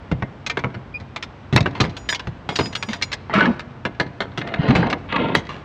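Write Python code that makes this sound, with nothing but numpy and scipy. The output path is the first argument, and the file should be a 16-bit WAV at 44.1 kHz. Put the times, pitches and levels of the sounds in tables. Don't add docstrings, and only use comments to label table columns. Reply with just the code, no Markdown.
import sys
import numpy as np
from scipy import signal
from scipy.fft import rfft, irfft, next_fast_len
from scipy.io import wavfile
from scipy.ndimage import uniform_filter1d

SR = 44100
rng = np.random.default_rng(int(sys.argv[2]) if len(sys.argv) > 2 else 0)


def pcm_store(signal):
    levels = np.round(np.clip(np.atleast_2d(signal), -1, 1) * 32767)
    wavfile.write(sys.argv[1], SR, levels.astype(np.int16).T)


N = 248724
TIME_S = np.arange(N) / SR


def undb(db):
    return 10 ** (np.asarray(db) / 20)


def unit(x):
    return x / np.sqrt(np.mean(x ** 2) + 1e-18)


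def add(track, start_s, x):
    i = max(int(start_s * SR), 0)
    track[i:i + len(x)] += x[:max(N - i, 0)]


def fade(t, t60_s):
    return np.exp(-np.log(1000) * t / max(t60_s, 1e-3))


def walk(rate_hz, size):
    at = np.arange(size) * rate_hz / SR
    return np.interp(at, np.arange(4096), rng.standard_normal(4096))


def colour(x, hz, db):
    size = 2 * next_fast_len(len(x) // 2 + 1024)
    f = np.maximum(np.arange(size // 2 + 1) * SR / size, 1)
    cepstrum = irfft(np.interp(np.log(f), np.log(hz), db) * np.log(10) / 20)
    cepstrum[1:size // 2] *= 2
    cepstrum[size // 2 + 1:] = 0
    return irfft(rfft(x, size) * np.exp(rfft(cepstrum)))[:len(x)]


def band(x, lo_hz, hi_hz):
    size = next_fast_len(len(x) + 2048, True)
    f = np.tan(np.pi * np.clip(np.arange(size // 2 + 1), .5, size / 2 - .5) / size)
    low, high = np.tan(np.pi * np.array([lo_hz, hi_hz]) / SR)
    s = 1j * (f * f - low * high) / (f * (high - low))
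    return irfft(rfft(x, size) / (s * s + np.sqrt(2) * s + 1), size)[:len(x)]


# f/Hz, relative density/dB
RUMBLE_SPECTRUM = [(25, -33), (55, 4), (100, -3), (170, -1.5), (430, -10), (1000, -12.5), (3000, -26.5),
                   (6000, -41.5), (8200, -52), (9500, -80), (15000, -101.5)]
# f/Hz, rms level/dB
HUM_LINES = [(94, -46), (122, -49.5), (140, -49.5), (234, -57), (272, -62)]


def yard(rumble_db=-40, rumble_waver_db=1, hum_waver_db=3):
    rumble = unit(colour(rng.standard_normal(N), *np.transpose(RUMBLE_SPECTRUM)))
    out = rumble * undb(rumble_db + rumble_waver_db * walk(1.5, N))
    for hz, db in HUM_LINES:
        waver = undb(hum_waver_db * walk(2, N))
        phase = 2 * np.pi * hz * TIME_S + walk(5.1, N)
        out += undb(db) * unit(waver * np.sin(phase))
    return out


def trailer_box(x, wet_db=-17, t60_s=1.0, top_hz=1600):
    tail = signal.sosfilt(signal.butter(1, top_hz, fs=SR, output="sos"), rng.standard_normal(SR))
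    tail *= fade(TIME_S[:SR], t60_s) * np.sqrt(2 * np.log(1000) / t60_s / SR)
    return x + undb(wet_db) * signal.fftconvolve(x, tail)[:N]


# f/Hz, relative level/dB
HANDLE_MODES = [(4988, 11), (5741, -5.5), (6848, -1.5), (8150, -15), (9298, -25), (14974, -24)]
# t/s, length/s, level/dB, lowest mode offset/dB, t60 of the lower modes/s
HANDLE_RUBS = [(1.968, 0.0073, -48.5, -20, 0.58), (2.09, 0.038, -32.5, -12, 0.099),
               (2.518, 0.086, -53.5, -7, .95), (2.565, 0.11, -49, 1.5, 0.19),
               (2.752, 0.015, -43, -21, 0.44), (2.85, .12, -51.5, -17, .06), (3.03, 0.0072, -43, -17, 0.2)]


def handle(gain_db=2, flutter_db=3, rise_s=0.0064):
    out, t = np.zeros(N), TIME_S[:SR // 2]
    knee_hz = HANDLE_MODES[2][0]
    for start_s, length_s, db, lowest_db, t60_s in HANDLE_RUBS:
        rubbed_s = np.minimum(t, length_s)
        for k, (hz, mode_db) in enumerate(HANDLE_MODES):
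            decay = fade(t - rubbed_s, t60_s * min(1, knee_hz / hz) ** 2)
            envelope = (1 - np.exp(-t / rise_s)) * decay
            grip, slip = (np.interp(rubbed_s, t, walk(120, len(t))) for _ in range(2))
            level = undb(gain_db + db + mode_db + flutter_db * grip + lowest_db * (k == 0))
            add(out, start_s, envelope * level * np.sin(2 * np.pi * hz * t + .5 * slip))
    return out


# t/s, length/s, start f/Hz, end f/Hz, rms level/dB
GROAN_GLIDES = [(0.937, 0.044, 2400, 2495, -29.5), (2.878, 0.04, 215, 222, -26),
                (3.332, 0.036, 636, 650, -24), (3.345, 0.058, 178, 220, -18),
                (3.356, 0.047, 1291, 1390, -22.5), (3.382, 0.069, 1493, 1495, -19.5),
                (3.461, 0.064, 236, 232, -17.5), (4.589, 0.024, 150, 152, -15.5),
                (4.624, 0.073, 450, 430, -29.5), (4.677, 0.076, 186.7, 320, -15),
                (4.765, 0.087, 193, 154, -21.5), (5.131, 0.06, 1220, 1030, -26)]


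def groans(waver=0.0057, rough_db=3.5, octave_db=-24):
    out = np.zeros(N)
    for start_s, length_s, start_hz, end_hz, db in GROAN_GLIDES:
        size = int(length_s * SR)
        hz = np.linspace(start_hz, end_hz, size) * (1 + waver * walk(400, size))
        phase = 2 * np.pi * np.cumsum(hz) / SR
        tone = np.sin(phase) + undb(octave_db) * np.sin(2 * phase)
        envelope = undb(rough_db * walk(300, size)) * signal.windows.tukey(size, 0.68)
        add(out, start_s, undb(db) * unit(tone * envelope))
    return out


def steel_part(x, hz, peak_db=5, width_hz=130, ripple_db=4):
    f = np.geomspace(40, SR / 2, 700)
    heights = np.clip(rng.standard_normal(130), -1.5, 1.5)
    lesser_db = ripple_db * np.interp(np.sqrt(f), np.linspace(0, 150, 130), heights)
    db = lesser_db * np.minimum(f / 1000, 1) + peak_db / (1 + ((f - hz) / width_hz) ** 2)
    trend_db = 10 * np.log10(uniform_filter1d(undb(db) ** 2, 150))
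    return unit(colour(x, f, db - trend_db)) * np.sqrt(np.mean(x ** 2))


def ring(modes, t):
    weights = rng.choice([-1, 1], len(modes)) * (.5 + rng.random(len(modes)))
    return sum(weight * undb(db) * np.sin(2 * np.pi * hz * t) * fade(t, t60_s)
               for (hz, db, t60_s), weight in zip(modes, weights))


# f/Hz, relative level/dB, t60/s
BAR_MODES = [(285, -20, 0.94), (456, -16, 0.28), (690, -20.5, 0.81), (960, -9, 0.19), (1257, -33, 0.19),
             (2092, -7.5, 0.14)]
# f/Hz, relative level/dB, t60/s
DOOR_MODES = [(93, -14.5, .3), (129.7, -1, 0.24), (167, -15.5, 0.41)]
# low f/Hz, high f/Hz
BANDS_HZ = np.array([(60, 300), (300, 900), (900, 3000), (3000, 8000)])


def strike(db, treble_db, t60_s, hz, thud_db=-13, panel_db=-12,
           attack_s=0.0003, crack_db=-9, bar_db=0, size=8000):
    t, hit = TIME_S[:size], np.zeros(size)
    chatter = undb(3 * walk(500, size))
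    chatter *= 1 - np.exp(-t / attack_s)
    edges_hz = (20, 300, 900, 3000, 17000)
    decays_s = (max(2.7 * t60_s, .12), 1.97 * t60_s, t60_s, t60_s)
    for lo, hi, decay_s in zip(edges_hz, edges_hz[1:], decays_s):
        burst = band(rng.standard_normal(size), lo, hi) * chatter * fade(t, decay_s)
        hit += unit(burst) * np.sqrt(2 * (hi - lo) / SR / size)
    crack = band(signal.unit_impulse(size), edges_hz[1], edges_hz[-1])
    dead_stop = 1.5 * np.exp(-(t60_s / .016) ** 4)
    hit += crack * (undb(crack_db) + dead_stop)
    hit = steel_part(hit, hz) * SR * np.sqrt(.03 / 2)

    lows_hz, highs_hz = np.transpose(BANDS_HZ)
    centres_hz = np.sqrt(lows_hz * highs_hz)
    density_db = np.array([thud_db, panel_db, 0, treble_db]) - 10 * np.log10(highs_hz - lows_hz)
    heave_db = min(0.75 * (thud_db - 12.5), 0)
    sub_db = density_db[0] + 2 * heave_db
    hit = colour(hit, np.r_[centres_hz[0] / 2, centres_hz], np.r_[sub_db, density_db])

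    ping = undb(-2) * np.sin(2 * np.pi * hz * t) * fade(t, min(2 * t60_s, .09))
    bar = undb(bar_db) * ring(BAR_MODES, t)
    door = undb(thud_db + heave_db - 1) * ring(DOOR_MODES, t)
    return undb(db) * (hit + ping + bar + door)


def effort_db(t, rise_s, hold_s, fall_s, grip_s=0.015, coast_s=0.04, swell_db=8.5):
    corners_s = np.cumsum([-grip_s, grip_s, rise_s, hold_s, fall_s, coast_s])
    return np.interp(t, corners_s, [-90, -swell_db, 0, 0, -swell_db, -90])


# t/s, rise/s, hold/s, fall/s, level/dB, thud offset/dB, panel offset/dB, treble offset/dB
BAR_TURNS = [(3.329, .015, .11, 0.031, -25, 1, -2, -44), (4.39, 0.014, 0.28, 0.046, -43, 7, 6, -34),
             (4.58, 0.059, 0.2, 0.098, -36.5, 10.5, 9, -6),
             (5.087, 0.078, 0.044, 0.14, -29.5, 6.5, 4.5, -51)]


def scrapes(slips_per_s=1400, spread_db=2, bar_db=-11, door_lag_s=0.039, low_hz=150, top_hz=4600):
    out, size = np.zeros(N), 36000
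    t, bar_hz = TIME_S[:size], BAR_MODES[5][0]
    for start_s, rise_s, hold_s, fall_s, db, thud_db, panel_db, treble_db in BAR_TURNS:
        slips = (rng.random(size) < slips_per_s / SR) * undb(spread_db * rng.standard_normal(size))
        slip_power = signal.fftconvolve(slips ** 2, fade(t[:512], .008))[:size]
        grit = np.sqrt(abs(slip_power)) * rng.standard_normal(size)
        grit = steel_part(grit, bar_hz, peak_db=-1, ripple_db=6.5)
        uneven_db = db - 0.5 * walk(30, size)
        steel = undb(uneven_db + effort_db(t, rise_s, hold_s, fall_s))
        door = undb(uneven_db + effort_db(t - door_lag_s, rise_s, hold_s, fall_s))
        levels = (door * undb(thud_db), door * undb(panel_db), steel, steel * undb(treble_db))
        for (lo, hi), level in zip(BANDS_HZ, levels):
            rasp = band(grit, max(lo, low_hz), min(hi, top_hz))
            add(out, start_s, level * unit(band(rasp, lo / 2, hi)))
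        singing = unit(band(slips, bar_hz - 20, bar_hz + 20))
        add(out, start_s, steel * undb(bar_db) * singing)
    return out


def catches(ticks_per_s=18, gain_db=1.5, spread_db=7, count=24):
    out = np.zeros(N)
    for start_s, rise_s, hold_s, fall_s, db, *_ in BAR_TURNS:
        tick = strike(db + gain_db, treble_db=-10, t60_s=.035, hz=1700)
        tick = band(tick, 240, 5300)
        times_s = (np.arange(count) + rng.random(count)) / ticks_per_s
        levels_db = effort_db(times_s, rise_s, hold_s, fall_s) - spread_db * rng.standard_normal(count)
        for at_s, level_db in zip(times_s[times_s < rise_s + hold_s + fall_s], levels_db):
            add(out, start_s + at_s, tick * undb(level_db))
    return out


# t/s, level/dB, treble offset/dB, resonance f/Hz
KEEPER_CLINKS = [(0.4638, -32, 5, 2310), (0.498, -28.5, 0, 2360), (0.59, -36, -4.5, 2310),
                 (1.161, -32.5, -2.5, 2020), (1.2256, -35, 3.5, 3520), (1.967, -42.5, 7, 3400),
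                 (2.089, -27.5, 3.5, 1694), (2.126, -27, -10, 3370), (2.1471, -35, 10, 3220),
                 (2.1948, -38, 1, 3920), (2.557, -33, 11, 4600), (2.6578, -41, 7, 4930),
                 (2.726, -42, 2, 1800), (2.752, -32, 6.5, 3570), (2.8261, -30.5, 2, 1696),
                 (2.9318, -33.5, 4, 1900), (3.0138, -37.5, -2, 1800), (3.0231, -32.5, 14, 2250),
                 (3.117, -36.5, 2.5, 1800), (3.1285, -31.5, 6, 1970)]


def clinks(t60_s=0.052, bounce_s=.0085, bounce_db=-8):
    out = np.zeros(N)
    for start_s, db, treble_db, hz in KEEPER_CLINKS:
        hit = strike(db, treble_db, t60_s, hz, attack_s=0.0005, crack_db=-15, bar_db=-4)
        add(out, start_s, hit)
        add(out, start_s + bounce_s * rng.uniform(0.4, 1.2), undb(bounce_db) * hit)
    return out


# t/s, level/dB, thud offset/dB, treble offset/dB, clank t60/s, resonance f/Hz
DOOR_KNOCKS = [(0.115, -33.5, 19.5, -9.5, 0.059, 774), (0.2234, -31.5, 11.5, -16.5, 0.046, 1900),
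               (0.5717, -26.5, -0.5, -12, 0.045, 2140), (0.6389, -27.5, 7, -19.5, 0.068, 2206),
               (0.744, -40.5, 13.5, -11, 0.08, 1590), (1.0006, -49, 18, -2, 0.072, 1980),
               (1.5271, -33.5, 23.5, -0.5, 0.19, 2680), (1.5622, -22.5, 2.5, 3.5, 0.022, 3850),
               (1.574, -22, 0, -7.5, 0.058, 1027), (1.6066, -38, 21.5, 10, 0.025, 2250),
               (1.6589, -25, 3, -14.5, .056, 1536), (1.752, -33.5, -0.5, -11.5, 0.22, 1030),
               (1.8021, -33, 15.5, -5, 0.015, 1230), (1.805, -23, 7.5, 2, 0.073, 1200),
               (1.8401, -32, 12, -3.5, .11, 2010), (2.2717, -41.5, 23, -2.5, 0.049, 1920),
               (2.4901, -29, 4, -3, .15, 837), (2.5892, -24, 9.5, -5, 0.13, 960),
               (2.8879, -34.5, 1.5, 1, 0.31, 2120), (3.297, -29, 2.5, -24.5, 0.41, 870),
               (3.3386, -20.5, -8.5, -10, 0.54, 1337), (3.5945, -35.5, -21, -3, 0.066, 2330),
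               (3.852, -26, 3.5, -9.5, 0.058, 1670), (3.999, -23, 4.5, -6.5, 0.097, 1680),
               (4.2048, -26, -1.5, -8.5, 0.11, 1535), (4.3758, -32, 8.5, -1, 0.098, 3340),
               (4.474, -41, -1.5, -4, 0.044, 3130), (4.682, -30.5, 19, -9, 0.31, 1930),
               (4.7526, -23, 6.5, -6, 0.14, 2140), (4.829, -26, -1.5, -37.5, 0.1, 873),
               (4.9003, -34, 5.5, 1.5, 0.084, 2090), (5.3514, -21.5, -5, -3.5, 0.017, 2010),
               (5.3567, -29.5, 7.5, 3.5, 0.12, 2080), (5.492, -33.5, 0, -7.5, 0.36, 1146)]


def knocks(settle_db=-25, settle_s=(.054, .13)):
    out = np.zeros(N)
    for start_s, db, thud_db, treble_db, t60_s, hz in DOOR_KNOCKS:
        panel_db = -4 + 0.31 * thud_db
        hit = strike(db, treble_db, t60_s, hz, thud_db, panel_db, size=12000)
        add(out, start_s, hit)
        add(out, start_s + rng.uniform(*settle_s), undb(settle_db) * band(hit, 1600, 8000))
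    return out


# f/Hz, gain/dB
HEARD_TONE = [(25, -27), (55, -5.5), (110, -0.5), (330, 2), (1100, 2.5), (2000, 2.5), (4000, 1.5),
              (6500, -12.5), (8300, -25), (9200, -44), (14500, -46)]


def heard_tone(x):
    return colour(x, *np.transpose(HEARD_TONE))


def scene():
    direct = handle() + yard()
    tones = groans()
    door = heard_tone(knocks() + clinks() + scrapes() + catches())
    mono = trailer_box(door + tones) + direct
    return np.array([mono, mono])


def record(dry, top_hz=15800):
    lowpass = signal.ellip(8, .2, 70, top_hz, fs=SR, output="sos")
    return signal.sosfilt(lowpass, np.clip(dry, -1, 1))


dry = scene()
out = record(dry)
pcm_store(out)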